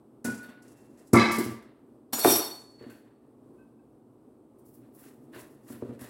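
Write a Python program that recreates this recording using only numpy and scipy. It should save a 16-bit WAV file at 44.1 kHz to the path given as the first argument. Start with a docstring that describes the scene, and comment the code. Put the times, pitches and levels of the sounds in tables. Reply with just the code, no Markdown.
"""A knife is picked up, a thin metal tray bangs down and rattles, then the blade slides through firm rind onto the board.
Later the blade saws in short strokes and fruit bumps the board; glassy dishes are tapped, appliances hum softly.
Blows ring decaying modes of board, tray and dishes; random clicks keep tray and steel ringing.
Coloured clicks make hiss and crunch, filtered noise the hum; a noise tail gives the room."""
import sys
import numpy as np
from scipy import signal
from scipy.fft import rfft, irfft
from scipy.io import wavfile

SR = 44100
rng = np.random.default_rng(int(sys.argv[2]) if len(sys.argv) > 2 else 0)


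def to_linear_factor(level_db):
    """Convert decibel levels (scalar or array-like) to linear amplitude factors."""
    exponent = np.asarray(level_db, float) / 20
    return 10 ** exponent


def pcm_store(signal):
    """Save signal as 16-bit PCM."""
    levels = np.round(np.clip(np.atleast_2d(signal), -1, 1) * 32767)
    wavfile.write(sys.argv[1], SR, levels.astype(np.int16).T)


N = 268745


def level_in_time(rows):
    """A (time, level) table read at every sample; silent outside the rows."""
    time_s, level_db = np.transpose(rows)
    return np.interp(np.arange(N) / SR, time_s, level_db, -150, -150)


def at_hz(points, hz):
    """A table read on a log-frequency axis."""
    table_hz, value = np.transpose(points)
    return np.interp(np.log(hz + 1), np.log(table_hz), value)


def rms_one(x):
    """Scales to rms 1."""
    return x / np.sqrt(np.mean(x ** 2) + 1e-20)


def colour(x, spectrum):
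    """Filters a noise by the spectrum; rms 1."""
    hz = np.arange(len(x) // 2 + 1) * SR / len(x)
    return rms_one(irfft(rfft(x) * to_linear_factor(at_hz(spectrum, hz)), len(x)))


def drift(rate_hz):
    """Slow random curve of rms 1: noise through a two-pole low-pass, computed every 40 samples."""
    r = np.exp(-2 * np.pi * rate_hz * 40 / SR)
    noise = rng.standard_normal(N // 40 + 2002)
    slow = signal.lfilter([1], [1, -2 * r, r * r], noise)[2000:]
    return np.interp(np.arange(N) / 40, np.arange(len(slow)), rms_one(slow))


def grains(per_s, spread_db):
    """Random clicks of uneven size and either sign; rms 1."""
    size_db = spread_db * np.minimum(rng.exponential(1, N), 5)
    clicks = to_linear_factor(size_db) * rng.choice([-1, 1], N)
    return rms_one(clicks * (rng.random(N) < per_s / SR))


def ring(force, hz, t60_s):
    """Resonator: a unit click sets off a decaying sine of height 1."""
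    r, w = to_linear_factor(-60 / (t60_s * SR)), 2 * np.pi * hz / SR
    return signal.lfilter([0, np.sin(w)], [1, -2 * r * np.cos(w), r * r], force + 1e-18)


def strike(out, start_s, modes, peak_db, rise_s):
    """Adds one blow on a set of modes; a contact that takes time lets them swell."""
    hz, level_db, t60_s = np.transpose(modes)[:, :, None]
    start = round(start_s * SR)
    t = np.arange(min(N - start, int(SR * t60_s.max()))) / SR
    sign = (-1.) ** np.arange(len(hz))[:, None]
    partials = sign * to_linear_factor(level_db - 60 * t / t60_s) * np.sin(2 * np.pi * hz * t)
    sound = np.sum(partials, axis=0) * (1 - np.exp(-t / rise_s))
    sound *= to_linear_factor(peak_db) / np.abs(sound).max()
    return out + np.pad(sound, (start, N - start - len(t)))


def favour(hz, centre_hz, boost_db, octaves):
    """The place of a blow lifts the modes around one pitch."""
    return boost_db * np.exp(-(np.log2(hz / centre_hz) / octaves) ** 2)


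def damped(from_s, t60_s):
    """Gain of the extra decay once a ringing thing is held or at rest."""
    return to_linear_factor(-60 * np.maximum(np.arange(N) / SR - from_s, 0) / t60_s)


def swell(loudest_s, rise_s, level_db, t60_s, hold_s=0):
    """Gain of one contact: a climb of 25 dB, even in dB, from the first touch, a hold, an even decay."""
    t = np.arange(N) / SR - loudest_s
    climb_db = 25 * np.minimum(t, 0) / max(rise_s, .001)
    decay_db = 60 * np.maximum(t - hold_s, 0) / max(t60_s, .02)
    return (t > -rise_s) * to_linear_factor(level_db + climb_db - decay_db)


def together(gains):
    """Contacts add by power."""
    return np.sqrt(np.sum(np.square(gains), axis=0))


def knocks():
    """Hard contacts reach the upper board modes, heavy ones shake the counter's lowest; faint bumps land softly."""
    # board and counter contacts: (time [s], peak before a 1.5 dB cut [dB], hardness [dB/octave],
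    # weight on the counter [dB], favoured pitch [Hz])
    contacts = [(0.246, -22, 0.5, -3, 222), (0.268, -24.5, -10, -11.5, 226), (0.284, -23.5, 1, -15, 232),
                (0.299, -27.5, -3.5, 1.5, 234), (0.486, -41.5, -12, -19, 218), (1.132, -2, -4, -1.5, 194),
                (1.142, -9, 5, 6, 237), (1.382, -14.5, -5, -14, 330), (1.458, -24, -3, 2.5, 234),
                (1.507, -31, -5, 0, 268), (2.129, -26, 0.5, -10, 259), (2.183, -28, 11, -4, 460),
                (2.246, -4.5, 8, -6, 756), (2.253, -5.5, 4, -12, 357), (2.272, -13.5, 6, 0, 263),
                (2.289, -25, 9, -21, 455), (2.324, -17.5, 5.2, -1, 362), (2.808, -35, 0.5, -0.5, 463),
                (2.835, -37.5, 1, -2, 420), (2.861, -33, -1.5, -3.5, 268), (5.358, -35.5, 5, 10, 343),
                (5.699, -32, 1, 0, 249), (5.738, -37, -2.5, 7, 277), (5.821, -21.5, -1.5, -3.5, 448),
                (5.889, -32.5, 0, 3.5, 244), (5.905, -34.5, 3.5, 0, 460), (5.949, -42, -1, -3, 232),
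                (6.012, -34.5, -4, 7, 232)]
    # board modes: (frequency [Hz], level [dB], t60 before stretching [s])
    board_modes = [(68, -21, 0.11), (122, -4.5, 0.12), (238.2, -2, 0.091), (288, -2, 0.064),
                   (357, -1.5, 0.052), (459.1, -1.5, .04), (577, -8, 0.053), (701, -7.5, .03),
                   (831.3, -12.5, 0.034), (960, -6, 0.017), (1174, -11, .025), (1335, -13.5, 0.018),
                   (1504, -15, 0.015), (1840, -18.5, 0.0143), (2340, -19.5, 0.01164)]
    out, (hz, level_db, t60_s) = np.zeros(N), np.transpose(board_modes)
    chances = rng.standard_normal((len(contacts), len(board_modes)))
    for (start_s, peak_db, hard_db, weight_db, centre_hz), chance in zip(contacts, chances):
        stretch = 1.3 * to_linear_factor(.25 * weight_db)      # heavy contacts ring longer
        blow_db = level_db + hard_db * np.log2(hz / 300) + weight_db * (hz < 200) + 1.7 * chance
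        blow_db += favour(hz, centre_hz, boost_db=9.8, octaves=.3)
        rise_s = .0006 * to_linear_factor(-.5 * peak_db)
        out = strike(out, start_s, np.transpose([hz, blow_db, t60_s * stretch]), peak_db - 1.5, rise_s)
    return out


def tray():
    """Blows ring the sheet metal; while it chatters on the counter dense clicks keep feeding its modes."""
    # blows: (time [s], peak [dB], favoured pitch [Hz])
    blows = [(1.132, -18.5, 280), (1.141, -10.5, 1168), (1.16, -15.5, 2140), (1.189, -26, 600),
             (1.2, -18, 1168), (1.383, -28, 340)]
    # tray modes: (frequency [Hz], level [dB], t60 before capping [s])
    tray_modes = [(126, -14, 0.29), (226, -4, 0.9), (343, 1.5, 0.98), (490, -16.5, 0.49), (553, -6, 0.24),
                  (705, -18, 0.25), (1000, -29, 5.0), (967, -19, 0.17), (1037, -18.5, 0.48),
                  (1168, -11.5, 0.24), (1325, -15, 0.6), (1678, -10, 0.24), (1776, -14, 0.73),
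                  (2047, -9.5, 0.65), (2135, -8, 0.9), (2186, -10, 0.65), (2236, -13, 0.68),
                  (2333, -19, 0.99), (2564, -15, 0.15), (2620, -30.5, 5.0), (3420, -30.5, 1.5),
                  (4030, -25.5, 2.2), (3962, -26, 3.0), (4043, -18.5, 0.5), (4807, -23, 0.6),
                  (5350, -39.5, 5.0)]
    # chatter of the sheet: (loudest [s], rise [s], level [dB], hold [s], t60 [s])
    chatter_row = (1.165, .03, -27.5, .09, .5)
    # buzz of the rim while it touches: (loudest [s], rise [s], level [dB], hold [s], t60 [s])
    rim_row = (1.18, .035, -36.5, .075, .12)
    # unpitched clatter: (loudest [s], rise [s], level [dB], hold [s], t60 [s])
    clatter_row = (1.154, .02, -33, .07, .9)
    # the base takes the first bounce: (loudest [s], rise [s], level [dB], t60 [s])
    landing_row = (1.15, .012, -15.5, .12)
    # clatter spectrum: (frequency [Hz], level [dB])
    clatter_spectrum = [(600, -24), (1000, -6), (1500, -3), (2200, -5), (2900, -2), (3800, -7), (5000, -4),
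                        (9000, -20), (14000, -40)]
    rest_s, rest_t60_s, settle_t60_s = 1.41, 0.13, .6      # the tray comes to rest and stops ringing

    out, (hz, level_db, t60_s) = np.zeros(N), np.transpose(tray_modes)
    t60_s = np.minimum(t60_s, np.minimum(.9, 330 / hz + 0.098))      # upper modes lose more to the counter
    chances = rng.standard_normal((len(blows), len(tray_modes)))
    for (start_s, peak_db, centre_hz), chance in zip(blows, chances):
        blow_db = level_db - 1.7 * np.log2(hz / 300) + 2 * chance
        blow_db += favour(hz, centre_hz, boost_db=18.0, octaves=0.13)
        out = strike(out, start_s, np.transpose([hz, blow_db, t60_s]), peak_db, rise_s=0.006)
    wobble = to_linear_factor(1.6 * drift(29.99))      # the tray rocks, its ring flutters

    clicks = grains(2500, 3.5)
    rings = np.array([to_linear_factor(db) * rms_one(ring(clicks, f, .08 if f < 3500 else .035))
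                      for f, db in zip(hz, level_db)])
    base, sheet, rim = [rms_one(rings[(hz > low) & (hz <= high)].sum(axis=0))
                        for low, high in [(900, 1400), (1400, 3500), (3500, 7000)]]
    shake, buzz, scatter = [swell(loudest_s, rise_s, db, dying_s, hold_s)
                            for loudest_s, rise_s, db, hold_s, dying_s in (chatter_row, rim_row, clatter_row)]
    base_gain = together([to_linear_factor(-5) * shake, swell(*landing_row)])
    chatter = shake * sheet + buzz * rim + base_gain * base
    clatter = scatter * damped(rest_s, settle_t60_s) * colour(clicks, clatter_spectrum)
    return (out * wobble + chatter) * damped(rest_s, rest_t60_s) + clatter


def blade():
    """Friction grains keep the steel's modes ringing; each flutters as the blade turns in the room."""
    # steel dragged over an edge, push by push: (loudest [s], rise [s], ringing drive [dB], t60 [s],
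    # crunch re drive [dB])
    slides = [(.44, .04, -68, 0.36, 1.5), (2.134, .009, -27, .22, -8), (2.195, .05, -27, 0.28, -11),
              (2.25, .08, -25, .4, -10), (2.305, .07, -18.5, 0.21, -20), (2.36, .1, -30, .35, -9),
              (2.45, .1, -43, .3, -14)]
    # steel modes, only relative levels count: (frequency [Hz], level [dB])
    steel_modes = [(3677, -42), (4420, -46), (5426, -50), (5674, -45), (5825, -43), (7822, -51),
                   (8220, -42), (8452, -45), (9405, -53), (9695, -51), (9825, -43), (10099, -43),
                   (10277, -50), (10519, -47), (11149, -53), (11682, -37), (11763, -44), (11956, -45),
                   (12258, -49), (12452, -49), (12645, -48), (12893, -49), (13098, -49), (13248, -49),
                   (13469, -50), (13598, -51), (13819, -49), (14093, -49), (14616, -49), (14939, -50)]
    # a touch sets one free mode singing: (time [s], peak before flutter [dB], frequency [Hz], t60 [s])
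    pings = [(.425, -64.5, 4440, 0.38), (.44, -68, 3661, .3), (.65, -81, 2700, 2.5),
             (2.133, -39, 6966, .15), (2.27, -41, 4421, .3), (2.395, -39, 4425, 0.47),
             (2.51, -41.5, 4425, 0.37), (2.66, -62, 4425, .8), (2.78, -64.5, 4425, 0.57),
             (4.587, -76, 8700, .3)]
    # friction hiss spectrum: (frequency [Hz], level [dB])
    hiss_spectrum = [(1470, -41), (2500, -14), (3100, -24.5), (3620, -1), (3940, -10), (4570, -0.5),
                     (5170, -11.5), (5760, -3), (7430, -12), (8350, -1), (9020, -15.5), (9740, -7.5),
                     (11500, -2), (13500, 3), (15800, 2)]
    # rind crunch spectrum: (frequency [Hz], level [dB])
    crunch_spectrum = [(350, -33), (600, -4.5), (901, -2.5), (1230, -6), (2500, -18), (2700, -18),
                       (3300, -20), (4290, -42.5), (7260, -120)]
    hiss_db, cycles_to_60_db = -1.5, 680      # hiss re drive; cycles until a mode has lost 60 dB

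    pushes = [swell(loudest_s, rise_s, db, t60_s) * to_linear_factor(np.array([[0], [hiss_db], [crunch_db]]))
              for loudest_s, rise_s, db, t60_s, crunch_db in slides]
    drive, hiss, crunch = together(pushes) * to_linear_factor(2.0 * drift(30))
    friction = grains(12000, 2.5)
    top_db = max(db for _, db in steel_modes)
    ringing = 0
    for hz, level_db in steel_modes:
        t60_s = cycles_to_60_db / hz
        steady = np.sqrt(4 * np.log(1000) / (t60_s * SR))      # steady rubbing gives rms 1
        flutter = to_linear_factor(2.5 * drift(18))
        ringing = ringing + to_linear_factor(level_db - top_db - 8.0) * steady * flutter * ring(drive * friction, hz, t60_s)
    singing = np.zeros(N)
    for start_s, peak_db, hz, t60_s in pings:
        singing = strike(singing, start_s, [(hz, 0, t60_s)], peak_db, rise_s=.008)
    singing = singing * to_linear_factor(3.1 * drift(34))
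    rind = colour(grains(5000, 2.5), crunch_spectrum)
    return ringing + singing + hiss * colour(friction, hiss_spectrum) + crunch * rind


def rubbing():
    """Fine grains hiss, coarser ones crunch in the rind; after a scuff the top dies first, the crunch last."""
    # sudden scuffs of steel, tray and fruit: (time [s], hiss before a 3 dB cut [dB], hiss t60 [s],
    # top re hiss [dB], crunch re uncut hiss [dB])
    scuff_rows = [(.247, -37, 0.31, -4.5, -7), (.345, -52, 0.34, -4, -10), (.375, -54, .1, -9, -10),
                  (.43, -63, 0.35, 8, 9), (.488, -57.5, .08, -14, 6), (.624, -59.5, .1, -8, -14),
                  (.681, -61, .1, -6, -8), (.975, -66, 0.34, -4, -3), (1.073, -64, 0.21, -6, -20),
                  (1.134, -27.5, 0.074, -4.5, -10), (1.15, -38, 0.49, -12, -4), (1.318, -36, 0.21, 0, -12),
                  (1.36, -47, .2, 5, -10), (1.385, -37, .36, 5, -8), (1.625, -64, .1, 2, -10),
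                  (2.825, -65.5, .2, -2.5, 7), (2.9, -64, .45, 6, 3), (4.585, -82, .3, 12.5, -15),
                  (5.335, -65.5, .1, 0, 9), (5.993, -53.5, .1, 3, -1)]
    # sawing strokes in the rind: (full pressure [s], hold [s], hiss before a 3 dB cut [dB],
    # top re hiss [dB], crunch re uncut hiss [dB])
    stroke_rows = [(2.5, .13, -62, -20, -12), (2.68, .1, -75, -8, -4), (2.801, 0.1, -76, -1, 13.5),
                   (4.66, .03, -76.5, 13, -15), (4.74, .04, -78, 13, -4), (4.82, .04, -86, -9, 10),
                   (4.95, .09, -74.5, 14.5, -2), (4.988, 0.062, -71, 12.5, 2), (5.04, .045, -66, 0, 2.5),
                   (5.349, 0.049, -59, 5.5, 6), (5.65, .02, -73.5, 4.5, -3.5), (5.687, .055, -62.5, 6.5, 5),
                   (5.8, .15, -75, -10, 9.5), (6.013, .02, -57, 6, 1.5), (6.045, .05, -61, -6, 4)]
    # a hand moves over the counter: (time [s], level before the hiss's 3 dB cut [dB])
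    rustle_rows = [(.62, -74), (.72, -70), (.8, -73), (.86, -72), (.92, -78), (.98, -72), (1.04, -76),
                   (1.12, -75)]
    # hiss spectrum: (frequency [Hz], level [dB])
    hiss_spectrum = [(2470, -35), (4200, -6.5), (4470, -2), (5300, 2), (6730, 1.5), (8140, 4.5),
                     (8890, -1.5), (10800, 2), (11500, -4.5), (15000, -30), (22000, -120)]
    # spectrum of the top of the hiss: (frequency [Hz], level [dB])
    top_spectrum = [(6470, -30), (11000, -3), (11400, -2.5), (12400, -5), (15200, -4), (15800, -4)]
    # dull crunch spectrum: (frequency [Hz], level [dB])
    crunch_spectrum = [(350, -33), (600, 1.5), (862, -12), (1000, -6), (1500, -7), (1810, -4),
                       (2290, -13.5), (2830, -12), (3080, -17), (3380, -15.5), (4500, -18.5), (5850, -41.5),
                       (9900, -120)]
    scuff_rise_s, stroke_rise_s, stroke_t60_s = .004, .03, .2
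    after_db, after_t60_s = -14, 1.4      # wet fibres go on crackling after a stroke

    scuffs = [[swell(start_s, scuff_rise_s, db, t60_s),
               swell(start_s, scuff_rise_s, db + top_db, t60_s * .85),
               swell(start_s, scuff_rise_s, db + crunch_db, t60_s * 2)]
              for start_s, db, t60_s, top_db, crunch_db in scuff_rows]
    strokes = []
    for full_s, hold_s, db, top_db, crunch_db in stroke_rows:
        gain = swell(full_s, stroke_rise_s, db, stroke_t60_s, hold_s)
        gain = gain + swell(full_s, stroke_rise_s, db + after_db, after_t60_s, hold_s)
        strokes.append(gain * to_linear_factor(np.array([[0], [top_db], [crunch_db]])))
    rustle_db = level_in_time(rustle_rows) + 1.5 * drift(12)
    rustle = to_linear_factor(rustle_db + np.array([[0], [-4], [0.0]]))
    hiss, top, crunch = together([*scuffs, *strokes, rustle])
    fine, coarse = grains(14000, 1.1), grains(5000, 2.5)
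    hissing = hiss * colour(fine, hiss_spectrum) + top * colour(fine, top_spectrum)
    crunching = crunch * colour(coarse, crunch_spectrum)
    return to_linear_factor(2.2 * drift(22) - 3.0) * hissing + to_linear_factor(1.5 * drift(20)) * crunching


def dish():
    """Two partials, at a pitch of their own from piece to piece; the dish rocks, so its ring flutters."""
    # light taps on glassy dishes: (time [s], peak before a 3.5 dB cut [dB], pitch [Hz],
    # overtone re pitch [dB], t60 [s])
    taps = [(0.247, -28, 1470, -12, .3), (0.298, -33, 1461, -12, 0.23), (0.392, -40.5, 1466, -14, .5),
            (0.4894, -56, 1466, -12, .7), (2.9014, -50.5, 1536, -3, 0.2), (3.5834, -61, 1540, -4, .22),
            (3.6094, -62.5, 1546, -4, .22), (3.7894, -69, 1577, 0, .2)]
    out = np.zeros(N)
    for start_s, peak_db, hz, overtone_db, t60_s in taps:
        partials = [(hz, 0, t60_s), (hz * 1.66, overtone_db, t60_s * 0.398)]
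        out = strike(out, start_s, partials, peak_db - 3.5, rise_s=0.0034)
    return out * to_linear_factor(1.4 * drift(33))


def hum():
    """Low appliance rumble: filtered noise that wavers a little."""
    # hum spectrum: (frequency [Hz], level [dB])
    hum_spectrum = [(18, -63), (30, -34.5), (53, -15.5), (88, -22.5), (121, -5), (199, -18.5), (221, -2.5),
                    (287, -3), (394, -7), (584, -17), (1190, -27.5), (1760, -43), (6900, -54), (8300, -45),
                    (16000, -52.5)]
    # hum level before wavering: (time [s], level [dB])
    hum_level = [(0, -54), (1, -55), (2, -55), (3.2, -57.5), (3.7, -54.5), (4.6, -54.5), (5, -52),
                 (5.6, -55), (6.1, -50.5)]
    return to_linear_factor(level_in_time(hum_level) + 1.2 * drift(3)) * colour(rng.standard_normal(N), hum_spectrum)


def kitchen(x):
    """Hard walls: octave bands of noise, each dying at its own rate, building up over the first reflections."""
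    # reverberation: (frequency [Hz], t60 [s])
    room_t60 = [(100, 0.44), (300, .55), (1000, .58), (4000, 0.44), (12000, 0.24)]
    t = np.arange(SR) / SR
    tail = 0
    for hz in 62.5 * 2. ** np.arange(9):
        edges_hz = [hz / np.sqrt(2), min(hz * np.sqrt(2), 20000)]
        band = signal.butter(2, edges_hz, "band", fs=SR, output="sos")
        tail = tail + signal.sosfilt(band, rng.standard_normal(SR)) * to_linear_factor(-60 * t / at_hz(room_t60, hz))
    tail *= np.clip((t - .003) / 0.0042, 0, 1)
    return signal.fftconvolve(x, tail / np.sqrt(np.sum(tail ** 2)))[:N]


def scene():
    """All sources at one microphone; the room answers all but the hum."""
    near, rubs = knocks() + tray() + dish() + blade(), rubbing()
    room = to_linear_factor(-6.0) * kitchen(near + to_linear_factor(-6.0) * rubs)
    return (near + rubs + room + hum())[None]


def low_pass(x):
    """Removes everything above the highest recorded frequency."""
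    return signal.sosfilt(signal.butter(12, 16640, fs=SR, output="sos"), x)


def record(dry):
    """The microphone drops the deep bass; a steep low-pass cuts the top."""
    mic = signal.sosfilt(signal.butter(3, 50, "high", fs=SR, output="sos"), dry)
    mic = signal.sosfilt(signal.ellip(10, 1, 60, 16050, fs=SR, output="sos"), mic)
    return low_pass(mic)


dry = scene()
out = record(dry)
pcm_store(out)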